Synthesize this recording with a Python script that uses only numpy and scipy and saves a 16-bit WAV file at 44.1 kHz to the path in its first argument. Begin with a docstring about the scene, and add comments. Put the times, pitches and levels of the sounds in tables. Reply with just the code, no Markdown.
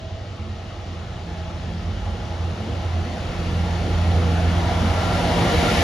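"""A low hum and roar from far along the track swell as a diesel freight train runs in at a platform.
Steady tones on multiples of the engine cycle make the exhaust hum, over a rumble of shaped noise.
Wheels and rails roar as noise through track resonances, with narrow singing notes that come and go.
The hiss of fans and rolling contact brightens as the locomotive nears the listener's phone."""
import sys
import numpy as np
from scipy import signal
from scipy.io import wavfile
from scipy.ndimage import uniform_filter1d

SR = 44100
rng = np.random.default_rng(int(sys.argv[2]) if len(sys.argv) > 2 else 0)


def to_wav(s):
    """Save 16-bit WAV."""
    ch = np.atleast_2d(s).T  # columns
    pcm = np.round(np.clip(ch, -1, 1) * 32767)  # PCM
    wavfile.write(sys.argv[1], SR, pcm.astype(np.int16))


N = 257085
FRAME, HOP = 4096, 1024  # samples, for noise shaped frame by frame
TIME_S = np.arange(N) / SR
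FRAME_TIME_S = np.arange(N // HOP + 5) * HOP / SR
BIN_HZ = np.fft.rfftfreq(FRAME, 1 / SR)[:, None]

START_M, SPEED_M_PER_S = 124.7, 20  # distance along the track at the start, steady speed
FIRING_HZ, FIRINGS_PER_CYCLE = 85.28, 8

# stereo picture by frequency, how alike left and right are, their phase and balance:
# hz, likeness_0_to_1, right_leads_rad, left_minus_right_db
STEREO = [(60, .99, 0, -2.4), (400, .9, -.25, .3), (650, .78, -.2, -1.6), (1100, .7, 0, 2),
          (1600, .5, .4, 0), (1850, .7, .2, -2), (2500, .5, -1.1, 6.5), (3000, .77, -.8, 4),
          (3750, .55, -.5, 2), (4100, .75, .2, 3.5), (5200, .5, -.8, 5.5), (5700, .65, .2, 1),
          (6500, .77, .7, 1), (7400, .83, 2.1, .8), (7700, 1, np.pi, 0), (8700, 1, np.pi, 0),
          (9000, .8, 3.8, 0), (10100, .65, 5, 0), (10500, 1, 2 * np.pi, 0), (12300, 1, 2 * np.pi, 0),
          (13100, .35, 7.5, 0), (13850, 1, 3 * np.pi, 0)]
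# how each noise grows as the train nears: level_at_30_m_db, rise_per_halving_db, closest_it_can_seem_m
RUMBLE_GROWTH = (-26.5, 5.6, 31)
ROAR_GROWTH = (-23, 8.58, 25.3)
HISS_GROWTH = (-33.5, 6.5, 8.1)


def gain_of(db):
    """Decibels to amplitude."""
    return 10 ** (np.asarray(db) / 20)


def evened(x):
    """Scales to rms 1."""
    return x / np.sqrt(np.mean(x ** 2) + 1e-20)


def read(points, hz, axis=1):
    """One column of a table over log frequency."""
    columns = np.transpose(points)
    return np.interp(np.log(hz + 1), np.log(columns[0] + 1), columns[axis])


def level_along(rows, t):
    """A level curve in dB, read at the times t."""
    seconds, level_db = np.transpose(rows)
    return np.interp(t, seconds, level_db)


def wander(t, rate_hz):
    """Slow chance of about rms 1: sines of random phase up to the given rate."""
    knots = np.arange(0, t[-1] + 1, 1 / 100)
    sines = 0
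    for f in np.geomspace(rate_hz / 20, rate_hz, 20):
        sines = sines + np.sin(2 * np.pi * (f * knots + rng.random())) / np.sqrt(f)
    return np.interp(t, knots, evened(sines))


def swells(rows, t):
    """Bell-shaped rises in dB."""
    return sum(db * np.exp(-(2 * (t - s) / length) ** 2) for s, length, db in rows)


def approach(t, level_db, halving_db, closest_m):
    """Level in dB of a source that runs in, rising by a fixed step for each halving of its distance."""
    distance_m = np.hypot(START_M - SPEED_M_PER_S * t, closest_m)
    return level_db - halving_db * np.log2(distance_m / 30)


def nearness():
    """How far the colours have slid, frame by frame: 0 far off, 1 at the nearest."""
    closing_db = approach(FRAME_TIME_S, *HISS_GROWTH)
    return ((closing_db - closing_db.min()) / np.ptp(closing_db)) ** 0.46


def far_to_near(far_db, near_db):
    """Slides from a far level or colour to a near one as the train comes in."""
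    near = nearness()
    return (1 - near) * far_db + near * near_db


def stereo_noise(colour_db, level_db, patchy_db):
    """Noise of a colour (bins x frames) with drifting patches, partly alike on left and right."""
    bins, frames = colour_db.shape
    a, b, c, d, patches = rng.standard_normal((frames, bins, 5)).T
    patches = uniform_filter1d(patches, size=28, axis=0)  # smooth over frequency
    patches = evened(uniform_filter1d(patches, size=4, axis=1))  # then over time
    colour = gain_of(colour_db + patchy_db * patches)
    colour /= np.sqrt(np.mean(gain_of(colour_db) ** 2, axis=0))  # the level curve alone sets loudness

    likeness = np.clip(read(STEREO, BIN_HZ), 0, 1)
    lead = np.exp(1j * read(STEREO, BIN_HZ, axis=2))
    lean_db = read(STEREO, BIN_HZ, axis=3) / 2
    left = a + 1j * b
    right = lead * (likeness * left + np.sqrt(1 - likeness ** 2) * (c + 1j * d))
    spectra = colour * np.array([left * gain_of(lean_db), right * gain_of(-lean_db)])
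    noise = signal.istft(spectra, nperseg=FRAME, noverlap=FRAME - HOP)[1][:, :N]
    return gain_of(level_db) * evened(noise)


def track_rings():
    """Track and wheel resonances: peaks in dB that colour both roar and hiss, sliding far to near."""
    # resonances: hz, width_hz, far_db, near_db
    resonances = [(247, 17, -3.5, 4), (346, 26, 6.5, 4), (410, 15, 2, -5.5), (927, 66, -5, -4.5),
                  (1127, 29, 5.5, -1), (1293, 100, 8, -2), (1728, 27, 3.5, 8.5), (1885, 61, 6.5, 3),
                  (2204, 43, 2, 6), (2900, 360, 3, 2)]
    return sum(far_to_near(far_db, near_db) / (1 + (2 * (BIN_HZ - f) / width) ** 2)
               for f, width, far_db, near_db in resonances)


def rolling_hiss():
    """Fans and rolling contact: noise whose treble, dulled by the air far off, opens up as it nears."""
    # colour far off and near, relative level: hz, db_per_hz
    far_colour = [(600, -60), (1500, -9), (2000, -4), (2500, -4.5), (3500, -3), (5000, -8.5), (7000, -14.5),
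                  (9500, -28), (12000, -41), (16000, -51)]
    near_colour = [(600, -60), (1500, -7.5), (2000, -0.5), (2500, -5), (3500, -4.5), (5000, -10.5),
                   (7000, -15), (9500, -17.5), (12000, -27.5), (16000, -33)]
    # a spell in which the hiss swells: centre_s, length_s, rise_db
    gust = [(3.7, 1.1, 1.04)]
    colour_db = far_to_near(read(far_colour, BIN_HZ), read(near_colour, BIN_HZ)) + track_rings()
    level_db = approach(TIME_S, *HISS_GROWTH) + swells(gust, TIME_S)
    return stereo_noise(colour_db, level_db, patchy_db=0.72)


def singing_notes():
    """Rails and wheels singing: narrow bands of noise whose pitch wavers and whose level swells."""
    # notes, levels over the roar: hz, width_hz, far_db, near_db
    note_table = [(482, 18, -16.5, -16.5), (643, 34, -9, -16.5), (711.5, 21, -20, -11),
                  (831, 43, -17.5, -16.5), (952, 16, -27.5, -17.5), (1374, 45, -25, -19)]
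    # moments at which a note rings out, one list a note: centre_s, length_s, rise_db
    note_swells = [
        [(2.62, 0.23, 7), (4.25, 0.2, 11.5), (5.58, 0.38, 11.5)],
        [(0.05, 0.35, 9), (1.45, 0.28, 5), (2.85, .3, 5), (4.75, .3, 6)],
        [(4.7, 0.2, 4.5), (5.28, 0.14, 9), (5.82, 0.13, 6)],
        [(1.4, 0.51, 10), (2.15, 0.44, 8), (2.8, .15, 12), (4.95, .15, 9), (5.25, 0.22, 5.5)],
        [(4.66, .15, 7), (5.35, 0.39, 9)],
        [(5.08, 0.18, 8.5), (5.49, 0.13, 8), (5.68, 0.096, 12)],
    ]
    t = FRAME_TIME_S
    power, total_power = 0, 0
    for (f, width, far_db, near_db), rows in zip(note_table, note_swells):
        note_db = far_to_near(far_db, near_db) + wander(t, 12) + swells(rows, t)  # wavers by 1 dB rms
        pitch_hz = f * (1 + 0.0032 * wander(t, 2.57))
        peak = 1 / (1 + (2 * (BIN_HZ - pitch_hz) / width) ** 2) ** 2
        power = power + gain_of(2 * note_db) / width * peak  # doubled dB: amplitude to power
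        total_power = total_power + gain_of(2 * note_db)
    over_roar_db = 10 * np.log10(np.interp(TIME_S, t, total_power))
    level_db = approach(TIME_S, *ROAR_GROWTH) + over_roar_db
    return stereo_noise(10 * np.log10(power), level_db, patchy_db=0.6)


def wheel_roar():
    """Wheels on rails: broad noise through the track resonances, its colour sliding far to near."""
    # colour far off and near, relative level: hz, db_per_hz
    far_colour = [(60, -51), (150, -2.5), (220, 2), (300, -5), (480, -4.5), (800, -5.5), (950, -11),
                  (1400, -15), (1700, -17.5), (4000, -74)]
    near_colour = [(60, -47), (150, -1.5), (250, -3.5), (330, -5), (420, -7), (800, -5.5), (1050, -12),
                   (1400, -12.5), (1700, -21), (4000, -82)]
    colour_db = far_to_near(read(far_colour, BIN_HZ), read(near_colour, BIN_HZ)) + track_rings()
    return stereo_noise(colour_db, approach(TIME_S, *ROAR_GROWTH), patchy_db=1.5)


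def engine_rumble():
    """Engine block and exhaust turbulence: low noise of one steady colour that grows with nearness."""
    # colour, relative level: hz, db_per_hz
    block_colour = [(18, -40), (28, -26), (40, -2), (55, 2.5), (80, 8.5), (115, 8.5), (135, 0), (200, -5),
                    (400, -87)]
    colour_db = read(block_colour, BIN_HZ) + np.zeros(len(FRAME_TIME_S))
    return stereo_noise(colour_db, approach(TIME_S, *RUMBLE_GROWTH), patchy_db=0.0)


def exhaust():
    """Clean tones on multiples of the engine cycle, whose speed wavers; weak orders make the hum throb."""
    # firing tone, its level swelling and fading unevenly: time_s, level_db
    firing_curve = [(0.0, -39), (0.14, -34), (0.24, -47), (0.47, -29.5), (0.7, -45), (0.9, -32.5),
                    (1.18, -36), (1.7, -33.5), (1.91, -27), (1.98, -36), (2.11, -29), (2.2, -38.5),
                    (2.46, -22.5), (2.58, -36.5), (2.99, -22.5), (3.06, -31.5), (3.18, -33.5), (3.27, -35),
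                    (3.55, -21.5), (3.85, -27), (4.06, -19), (4.5, -20.5), (4.72, -24.5), (4.87, -20.5),
                    (5.0, -27), (5.29, -31.5), (5.39, -27), (5.49, -41), (5.58, -27), (5.68, -45),
                    (5.8, -22)]
    # its octave: time_s, level_db
    octave_curve = [(0.0, -49), (0.75, -61), (0.9, -45), (1.74, -37), (2.2, -46), (2.5, -38.5),
                    (3.0, -48.5), (3.18, -39.5), (3.6, -31), (4.04, -31.5), (4.47, -26), (4.72, -34),
                    (5.0, -32), (5.21, -29), (5.49, -28), (5.68, -34), (5.83, -27)]
    # surges of a third drone: centre_s, length_s, rise_over_rest_db
    drone_surges = [(0.47, 0.22, 14.5), (1.3, .15, 4), (1.72, 0.24, 13), (1.92, 0.076, 13),
                    (2.1, 0.14, 12.5), (2.6, 0.29, 14.5), (3.05, 0.13, 10.5), (3.16, 0.1, 7.5),
                    (3.62, .2, 12), (4.04, .2, 11), (4.85, 0.12, 15), (5.7, .25, 12)]
    # weaker orders that beat against the hum: multiple_of_engine_cycle, level_over_rumble_db
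    weak_orders = [(4, -10.5), (5, -6.5), (6, -11), (7, -7), (9, -4.5), (10, -13.5), (11, -12)]
    t = TIME_S
    cycle_hz = FIRING_HZ / FIRINGS_PER_CYCLE
    cycles = np.cumsum(cycle_hz * (1 + 0.0025 * wander(t, 3.06))) / SR
    rumble_db = approach(t, *RUMBLE_GROWTH)

    drone_db = rumble_db - 16.5 + swells(drone_surges, t)  # rests 16.5 dB under the rumble
    orders = [(FIRINGS_PER_CYCLE, level_along(firing_curve, t)),
              (2 * FIRINGS_PER_CYCLE, level_along(octave_curve, t)),
              (20, drone_db)]
    for order, over_rumble_db in weak_orders:
        orders.append((round(order), rumble_db + over_rumble_db + 4 * wander(t, 9)))

    out = np.zeros((2, N))
    for order, level_db in orders:
        # orders between the firings depend on uneven cylinders, so their phase drifts
        slip = 0.24 * wander(t, 5) * (order % FIRINGS_PER_CYCLE > 0)
        phase = 2 * np.pi * (order * cycles + slip + rng.random())
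        tone = np.sqrt(2) * gain_of(level_db) * np.sin(phase)
        lean_db = read(STEREO, order * cycle_hz, axis=3) / 2
        out += tone * gain_of(lean_db * np.array([[1], [-1]]))  # left, right
    return out


def scene():
    """The train coming in: hiss, singing, roar and rumble behind the hum of the exhaust."""
    return rolling_hiss() + singing_notes() + wheel_roar() + engine_rumble() + exhaust()


def record(dry):
    """The microphone drops the deepest bass, below 35.7 Hz; then a band limit at 15.7 kHz."""
    bass_cut = signal.butter(4, 35.7, "high", fs=SR, output="sos")
    cut = signal.sosfilt(bass_cut, dry)
    band_limit = signal.firwin(511, 15700, window=("kaiser", 9), fs=SR)
    return signal.oaconvolve(cut, band_limit[None], "same")


dry = scene()
out = record(dry)
to_wav(out)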